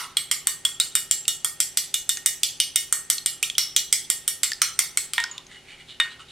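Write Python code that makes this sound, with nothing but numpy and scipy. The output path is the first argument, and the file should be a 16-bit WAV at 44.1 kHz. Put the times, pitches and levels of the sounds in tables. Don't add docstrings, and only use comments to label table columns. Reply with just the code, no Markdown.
import sys
import numpy as np
from scipy import signal
from scipy.fft import rfft, irfft, next_fast_len
from scipy.io import wavfile
from scipy.ndimage import uniform_filter1d

SR = 44100
rng = np.random.default_rng(int(sys.argv[2]) if len(sys.argv) > 2 else 0)


def file_out(sig):
    cols = np.atleast_2d(sig).T
    lim = np.clip(cols, -1, 1)
    pcm = np.round(lim * 32767).astype(np.int16)
    wavfile.write(sys.argv[1], SR, pcm)


N = 278271
LEAD = 256
T = (np.arange(SR // 2) - LEAD) / SR
AFTER = np.maximum(T, 0)


def amp(db):
    return 10 ** (np.asarray(db) / 20)


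def read(points, hz):
    table_hz, value = np.transpose(points)
    return np.interp(np.log(hz + 1), np.log(table_hz + 1), value)


def unit(x):
    return x / np.sqrt(np.sum(x ** 2, -1, keepdims=True) + 1e-20)


def add(mix, s, sound):
    start = round(s * SR) - LEAD
    sound = sound[:, max(-start, 0):]
    part = mix[:, max(start, 0):][:, :sound.shape[1]]
    part += sound[:, :part.shape[1]]


def hz_of(x):
    return np.fft.rfftfreq(x.shape[-1], 1 / SR)


def colour(x, db):
    n = x.shape[-1]
    cepstrum = irfft(np.log(amp(db)), n)
    cepstrum[1:n // 2] *= 2
    cepstrum[n // 2 + 1:] = 0
    return irfft(rfft(x) * np.exp(rfft(cepstrum)), n)


def widen(x, width):
    return np.array([x[0], colour(x[1], read(width, hz_of(x)))])


def bump(hz, centre_hz, octaves):
    return np.exp(-.5 * (np.log2((hz + 1) / centre_hz) / octaves) ** 2)


def burst(spectrum_db, t60, rattle_db, rattle_t60):
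    rise = np.exp(np.minimum(T, 0) / 0.00016)
    decay = amp(-60 * AFTER / t60) + amp(rattle_db - 60 * AFTER / rattle_t60)
    spectrum = rfft(rng.standard_normal((2, len(T))) * rise * decay)
    even = irfft(spectrum / (abs(spectrum) + 1e-9) ** 0.22, len(T))
    span = np.exp(np.minimum(T + 0.00099, 0) / 0.0013) * (T < T[-1] / 2)
    return unit(colour(even * span, spectrum_db)) * np.sqrt(0.0039 * SR)


# (frequency [Hz], time [s])
ROOM_DECAY = [(500, 0.59), (2500, 0.32), (7000, 0.33), (14000, 0.26)]


def reflections(patchy_db):
    hz, t, bands = signal.stft(rng.standard_normal((2, len(T))), SR, nperseg=256)
    clumps = rng.standard_normal(bands.shape[1:])
    clumps = uniform_filter1d(clumps, size=3, axis=0)
    clumps = uniform_filter1d(clumps, size=9, axis=1)
    decay_db = -60 * t / read(ROOM_DECAY, hz)[:, None]
    bands = bands * amp(patchy_db * clumps / clumps.std() + decay_db)
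    tail = signal.istft(bands, SR, nperseg=256)[1][:, :len(T)]
    fade_in = np.clip((np.arange(len(T)) / SR - .002) / 0.004, 0, 1)
    return unit(tail * fade_in)


# (frequency [Hz], level [dB])
ROOM_TONE = [(300, 1), (1300, -5), (2200, -3), (3300, -2.5), (4500, -1.5), (6000, -3), (7500, -3),
             (8700, -9.5), (10500, -1.5), (15000, -3.5)]
# (frequency [Hz], level [dB])
ROOM_WIDTH = [(500, -10.5), (2000, -21.5), (4000, -15.5), (5500, -5.5), (7200, -3.5), (12000, -1)]


def echo_path(walls):
    mixed = unit(walls + 0.77 * reflections(patchy_db=3.5))
    return widen(colour(mixed, read(ROOM_TONE, hz_of(T))), ROOM_WIDTH)


# (frequency [Hz], level [dB])
DIRECT_WIDTH = [(1000, -30), (3500, -18.5), (6000, -14), (8000, -13), (10000, -9), (12500, -2.5)]


def in_room(sound, path, room_db):
    echoes = signal.fftconvolve(sound[:1], path, axes=1)[:, :len(T)]
    return widen(sound, DIRECT_WIDTH) + amp(room_db) * echoes


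# (frequency [Hz], level [dB], time to fall 60 dB [s])
BOWL_MODES = [(1854, -39.5, 0.37), (2912, -30.5, 0.27), (3648, -37, .18), (3738, -39, .13),
              (978, -62, 0.15), (1426, -30.5, 0.019), (2280, -51, 0.076), (3160, -32.5, 0.08),
              (3350, -42, 0.24), (4350, -38, 0.27), (4300, -65, 0.14), (6160, -50, 0.099),
              (5950, -64, 0.29), (6850, -32, 0.13), (6810, -49, 0.088), (7000, -53, 0.12),
              (8560, -27, 0.15), (9400, -49, .18)]


def bowl(db, spot_db, corner_hz, damping):
    hz, mode_db, t60 = np.transpose(BOWL_MODES)
    share_db = 3 * rng.standard_normal(len(hz))
    share_db[:4] = *spot_db, spot_db[-1]
    size = amp(db + mode_db + share_db) / np.hypot(1, (hz / corner_hz) ** 3)
    decay = amp(-60 * damping * AFTER / t60[:, None])
    modes = size[:, None] * decay * np.exp(2j * np.pi * hz[:, None] * AFTER)
    phases = np.exp(2j * np.pi * rng.random((2, len(hz))))
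    ring = (phases @ modes).real * np.clip(T / 0.001, 0, 1)
    return widen(ring, ROOM_WIDTH)


WET_LOW_MODE, WET_MID_MODE = -0.64, 0.75
LOW_MODE_DB, MID_MODE_DB = 0.5, -4.5
MID_MODE_SHARE = 0.46


def mode_shares(upper_db, slap_db):
    low_db = LOW_MODE_DB + WET_LOW_MODE * slap_db
    mid_db = MID_MODE_DB + MID_MODE_SHARE * upper_db + WET_MID_MODE * slap_db
    return [low_db, mid_db, upper_db]


# (middle [s], length [s], level [dB], resonance at the start [Hz])
SWISHES = [(.01, .13, -41, 990), (5.347, .17, -49.5, 1110), (5.535, .13, -46, 2030),
           (5.707, .13, -45.5, 2380), (5.80, .066, -46.5, 2230), (5.909, .1, -43, 3540),
           (6.116, .046, -43, 3730), (6.21, .054, -43, 1330), (6.30, .052, -46, 3670)]
# (frequency [Hz], relative level [dB])
SCRAPE_TONE = [(300, -49), (1200, -4), (2200, 3), (3800, 6), (5200, -8), (8500, -5.5), (16000, -41)]
SWISH_RISE = 1.006


def swishes(walls):
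    out, hz, path = np.zeros((2, N)), hz_of(T), echo_path(walls)
    for s, length, db, start_hz in SWISHES:
        progress = np.clip(T / length, 0, 1)
        grain_db = 4.5 * np.minimum(rng.exponential(1, len(T)), 6)
        grains = rng.standard_normal((2, len(T))) * amp(grain_db) * np.sin(np.pi * progress)
        turn = np.exp(2j * np.pi * np.cumsum(start_hz * SWISH_RISE ** progress) / SR)
        low_pass = signal.butter(2, start_hz * 0.1, fs=SR)
        hollow = (turn * signal.lfilter(*low_pass, grains / turn)).real
        scrape = colour(grains, read(SCRAPE_TONE, hz))
        ring = bowl(0, [-4, 2, 0], corner_hz=4500, damping=3.9)
        rubbed = signal.fftconvolve(grains, ring, axes=1)[:, :len(T)]
        swish = unit(hollow) + amp(-2) * unit(scrape) + amp(0.5) * unit(rubbed)
        swish = amp(db) * unit(swish) * np.sqrt(length * SR / 2)
        add(out, s - length / 2, in_room(swish, path, room_db=-3))
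    return out


# (time [s], clack level [dB], pitch the grip favours [Hz], slap of the egg near 3.5 kHz [dB],
# extra ring of the bowl's upper modes [dB])
STROKES = [(-0.018, -23.5, 8700, 10, -12.5), (0.17, -19.5, 8280, 4, 9), (0.3138, -17, 7270, 2.5, -14),
           (0.4711, -13, 7820, -3, 5.5), (0.651, -18, 8440, -3, -14), (0.8001, -16.5, 8450, 3.5, 1),
           (0.953, -13.5, 9000, 0, 12.5), (1.1116, -14, 7400, 3.5, -4), (1.2803, -15.5, 7640, 2.5, 15),
           (1.4464, -16.5, 8540, -5.5, -17), (1.6029, -14.5, 7630, 3.5, -24), (1.7728, -15, 8100, 4, -9),
           (1.9422, -17.5, 6300, 3.5, 15), (2.0927, -14.5, 7900, -0.5, 10.5), (2.2605, -12, 8620, -3, 9.5),
           (2.433, -16.5, 7770, 7.5, -8), (2.6013, -17.5, 8660, 8.5, 14.5), (2.759, -13.5, 8640, 0, 13),
           (2.9259, -13, 8500, -5, -4), (3.101, -12.5, 9000, -.5, -11), (3.2608, -16.5, 8600, 4, 7),
           (3.4281, -18, 8740, 1, 8), (3.5818, -15.5, 5800, 9, 5), (3.7639, -14.5, 6500, 6.5, 8),
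           (3.927, -12.5, 7960, 6.5, -28), (4.1012, -14, 8900, -1.5, 0), (4.2783, -15.5, 8800, -3, 4.5),
           (4.433, -15.5, 9000, 5, -10), (4.4421, -23.5, 8600, 5, -17), (4.618, -14, 8940, 7, -6),
           (4.791, -13.5, 8960, 2.5, -35), (4.9734, -16, 8300, 3.5, -25), (5.135, -25.5, 8550, 9, -17)]
# (frequency [Hz], relative level [dB])
CLACK_TONE = [(200, -30.5), (880, -32.5), (1280, -13), (1650, -19), (2200, -11), (2700, -16.5), (3300, -8),
              (4000, -13.5), (6300, -7), (6800, -13), (7400, -2.5), (10300, -8.5), (13100, -14),
              (16000, -24)]
# (frequency [Hz], width [Hz], level [dB])
CLACK_PEAKS = [(8690, 430, 8), (13600, 370, -23), (14000, 920, 7.5), (11400, 250, -9.5)]
# (time [s], level [dB])
THUD_LEVEL = [(0, 27.5), (.17, 10.5), (.48, 3), (.95, 4.5), (1.28, -2), (2.55, -6.5), (3.2, 2.5),
              (3.65, -3), (4.28, 0.5), (4.55, 13), (4.85, 1.5), (5.13, 12)]
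WET_THUD = -0.29
CLACK_LIFT_DB, GRIP_DB, STROKE_ROOM_DB = 1.0, 5, 0.91


def beating(walls):
    out, hz = np.zeros((2, N)), hz_of(T)
    clack_db = read(CLACK_TONE, hz)
    for peak_hz, width, peak_db in CLACK_PEAKS:
        clack_db = clack_db + peak_db / (1 + (2 * (hz - peak_hz) / width) ** 2)
    for s, db, grip_hz, slap_db, upper_db in STROKES:
        thud_db = np.interp(s, *np.transpose(THUD_LEVEL)) + WET_THUD * slap_db
        tip = burst(clack_db, t60=.009, rattle_db=-13, rattle_t60=.045)
        tone_db = GRIP_DB * bump(hz, grip_hz, .04)
        tone_db = tone_db + thud_db * bump(hz, 1210, 0.57) + slap_db * bump(hz, 3490, 0.59)
        clack = amp(db + CLACK_LIFT_DB) * colour(tip, tone_db)
        ring = bowl(db + 13.5, mode_shares(upper_db, slap_db), corner_hz=14100, damping=0.89)
        add(out, s, in_room(clack, echo_path(walls), STROKE_ROOM_DB) + ring)
    return out


# (frequency [Hz], relative level [dB])
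AIR_TONE = [(12, -51), (20, 2), (149, 0), (315, -5), (381, -6), (447, -5.5), (549, -7), (665, -8),
            (844, -2), (900, -18), (1170, -53), (1980, -120)]
# (frequency [Hz], relative level [dB])
HISS_TONE = [(400, -17.5), (900, -7), (3000, -1.5), (6000, -9.5), (10000, -13), (16000, -33)]
AIR_DB, HISS_DB = -59.5, -56
# (frequency [Hz], level [dB])
AIR_WIDTH = [(30, -36.5), (120, -16), (300, -8.5), (2000, -8.5), (8000, -4.5)]
# (frequency [Hz], level [dB])
HUM_TONES = [(64.6, -71), (118.4, -66.5), (156.1, -64.5), (236.9, -73), (274.5, -69), (360.7, -67),
             (393.0, -65), (549.1, -72.5)]
HUM_SHIFT_DB = -2.0


def kitchen():
    rush, hiss = rng.standard_normal((2, 2, next_fast_len(N, True)))
    hz, t = hz_of(rush), np.arange(N) / SR
    rush = amp(AIR_DB) * unit(colour(rush, read(AIR_TONE, hz)))
    hiss = amp(HISS_DB) * unit(colour(hiss, read(HISS_TONE, hz)))
    out = widen((rush + hiss) * np.sqrt(N), AIR_WIDTH)[:, :N]
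    for tone_hz, db in HUM_TONES:
        steps = np.cumsum(rng.standard_normal(25))
        drift = np.interp(t, np.linspace(0, t[-1], num=25), steps)
        tone = np.sin(2 * np.pi * (tone_hz * t + rng.random()) + 0.46 * drift)
        out[0] += amp(db + HUM_SHIFT_DB) * np.sqrt(2) * tone
    return out


# (frequency [Hz], relative level [dB])
WET_TONE = [(300, -45), (1200, -26.5), (2200, -2), (4500, 7.5), (7000, 0.5), (10000, -11), (16000, -27.5)]


def click_and_ring(hz, db, t60, glide, click_db):
    wobble = .25 * uniform_filter1d(rng.standard_normal(len(T)), size=60)
    glide_time = np.minimum(AFTER, min(t60 / 2, .018))
    pitch = hz * 2 ** (glide * glide_time + wobble)
    swell = 1 - np.exp(-AFTER * hz / 2.3)
    ring = amp(-60 * AFTER / t60) * swell * np.sin(2 * np.pi * np.cumsum(pitch) / SR)
    click = burst(read(WET_TONE, hz_of(T)), t60=.003, rattle_db=-20, rattle_t60=.025)
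    return amp(db) * (ring + amp(click_db) * click)


# (time [s], pitch [Hz], level [dB], time to fall 60 dB [s], glide [octaves/s])
RINGING_TONES = [(0.169, 3265, -11.5, 0.05, 3.5), (0.169, 4154, -14.5, 0.045, -1),
                 (0.313, 3340, -9, 0.029, -8.5), (.652, 3330, -6.5, 0.047, 3),
                 (.801, 3490, -10.5, 0.068, 18.5), (1.447, 3240, -16.5, 0.043, 10),
                 (1.941, 3442, -13.5, 0.038, 0), (2.095, 3450, -17, 0.053, 5), (2.434, 3596, -14, 0.05, -3),
                 (2.605, 3074, -14, 0.042, -3), (3.428, 2254, -13.5, 0.069, 40.5),
                 (3.552, 3060, -23, 0.034, 17), (3.583, 5670, -21, 0.36, -4),
                 (3.763, 3323, -11.5, 0.039, 2), (3.763, 6410, -15, 0.096, -4.5),
                 (4.974, 2163, -13, .025, 7), (5.313, 6920, -26.5, 0.056, -1)]
# (time [s], pitch [Hz], level [dB])
POPS = [(1.254, 2820, -25.5), (2.1715, 6460, -19.5), (3.182, 4284, -14), (3.4999, 3455, -13.5),
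        (4.5184, 1845, -11.5), (4.533, 5200, -18.5), (5.2391, 5240, -17), (5.2403, 1500, -13),
        (5.3801, 3590, -22), (5.4671, 6560, -36)]
RING_CLICK_DB, POP_CLICK_DB = -16.5, -12
POP_T60_S, POP_GLIDE_OCT_PER_S = 0.018, -10.5


def rings_and_pops(walls):
    out, path = np.zeros((2, N)), echo_path(walls)
    for s, hz, db, t60, glide in RINGING_TONES:
        tone = click_and_ring(hz, db, t60, glide, RING_CLICK_DB)
        add(out, s, in_room(tone, path, room_db=-7.5))
    for s, hz, db in POPS:
        pop = click_and_ring(hz, db, POP_T60_S, POP_GLIDE_OCT_PER_S, POP_CLICK_DB)
        add(out, s, in_room(pop, path, room_db=-10.0))
    return out


# (time [s], thud level [dB], corner that softens the contact [Hz],
# extra thud near 970 Hz [dB], ring of the bowl [dB], extra ring of its upper modes [dB])
KNOCKS = [(2.1716, -32, 7000, -13, -15, -10), (5.18, -15, 2450, 5, 5, -17), (5.2011, -24, 5430, -7, -28, 1),
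          (6.0003, -15, 3340, -7, 3, 24.5)]
# (frequency [Hz], relative level [dB])
THUD_TONE = [(200, -58), (700, -26), (930, -8), (1130, -12.5), (1480, 1), (1700, -3.5), (2250, -1),
             (2700, -4), (3500, 1.5), (4400, -8), (6300, -7.5), (8300, 5.5), (11000, -4), (16000, -12.5)]
KNOCK_LOW_MODE_DB = 17


def knocks(walls):
    out, hz, path = np.zeros((2, N)), hz_of(T), echo_path(walls)
    for s, db, corner_hz, body_db, ring_db, upper_db in KNOCKS:
        spot_db = [KNOCK_LOW_MODE_DB, *mode_shares(upper_db, 0)[1:]]
        softening_db = 10 * np.log10(1 + (hz / corner_hz) ** 4)
        thud_db = read(THUD_TONE, hz) + body_db * bump(hz, 970, 0.1) - softening_db
        thud = amp(db) * burst(thud_db, t60=.018, rattle_db=-12, rattle_t60=.06)
        ring = bowl(ring_db, spot_db, corner_hz, damping=1.33)
        add(out, s, in_room(thud, path, room_db=-2.5) + ring)
    return out


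def scene():
    walls = reflections(patchy_db=3)
    work = swishes(walls) + beating(walls) + rings_and_pops(walls) + knocks(walls)
    no_bass = signal.butter(3, 380, "high", fs=SR, output="sos")
    middle, side = signal.sosfilt(no_bass, work)
    still_middle, still_side = kitchen()
    left = amp(-.55) * (middle + side) + still_middle + still_side
    right = amp(.55) * (middle - side) + still_middle - still_side
    return np.array([left, right])


EDGE_HZ = 16000


def record(dry):
    rounded = dry / (1 + (dry / 1.05) ** 8) ** (1 / 8)
    low_pass = signal.firwin(127, EDGE_HZ, window=("kaiser", 8), fs=SR)
    return signal.oaconvolve(rounded, low_pass[None], "same")


dry = scene()
out = record(dry)
file_out(out)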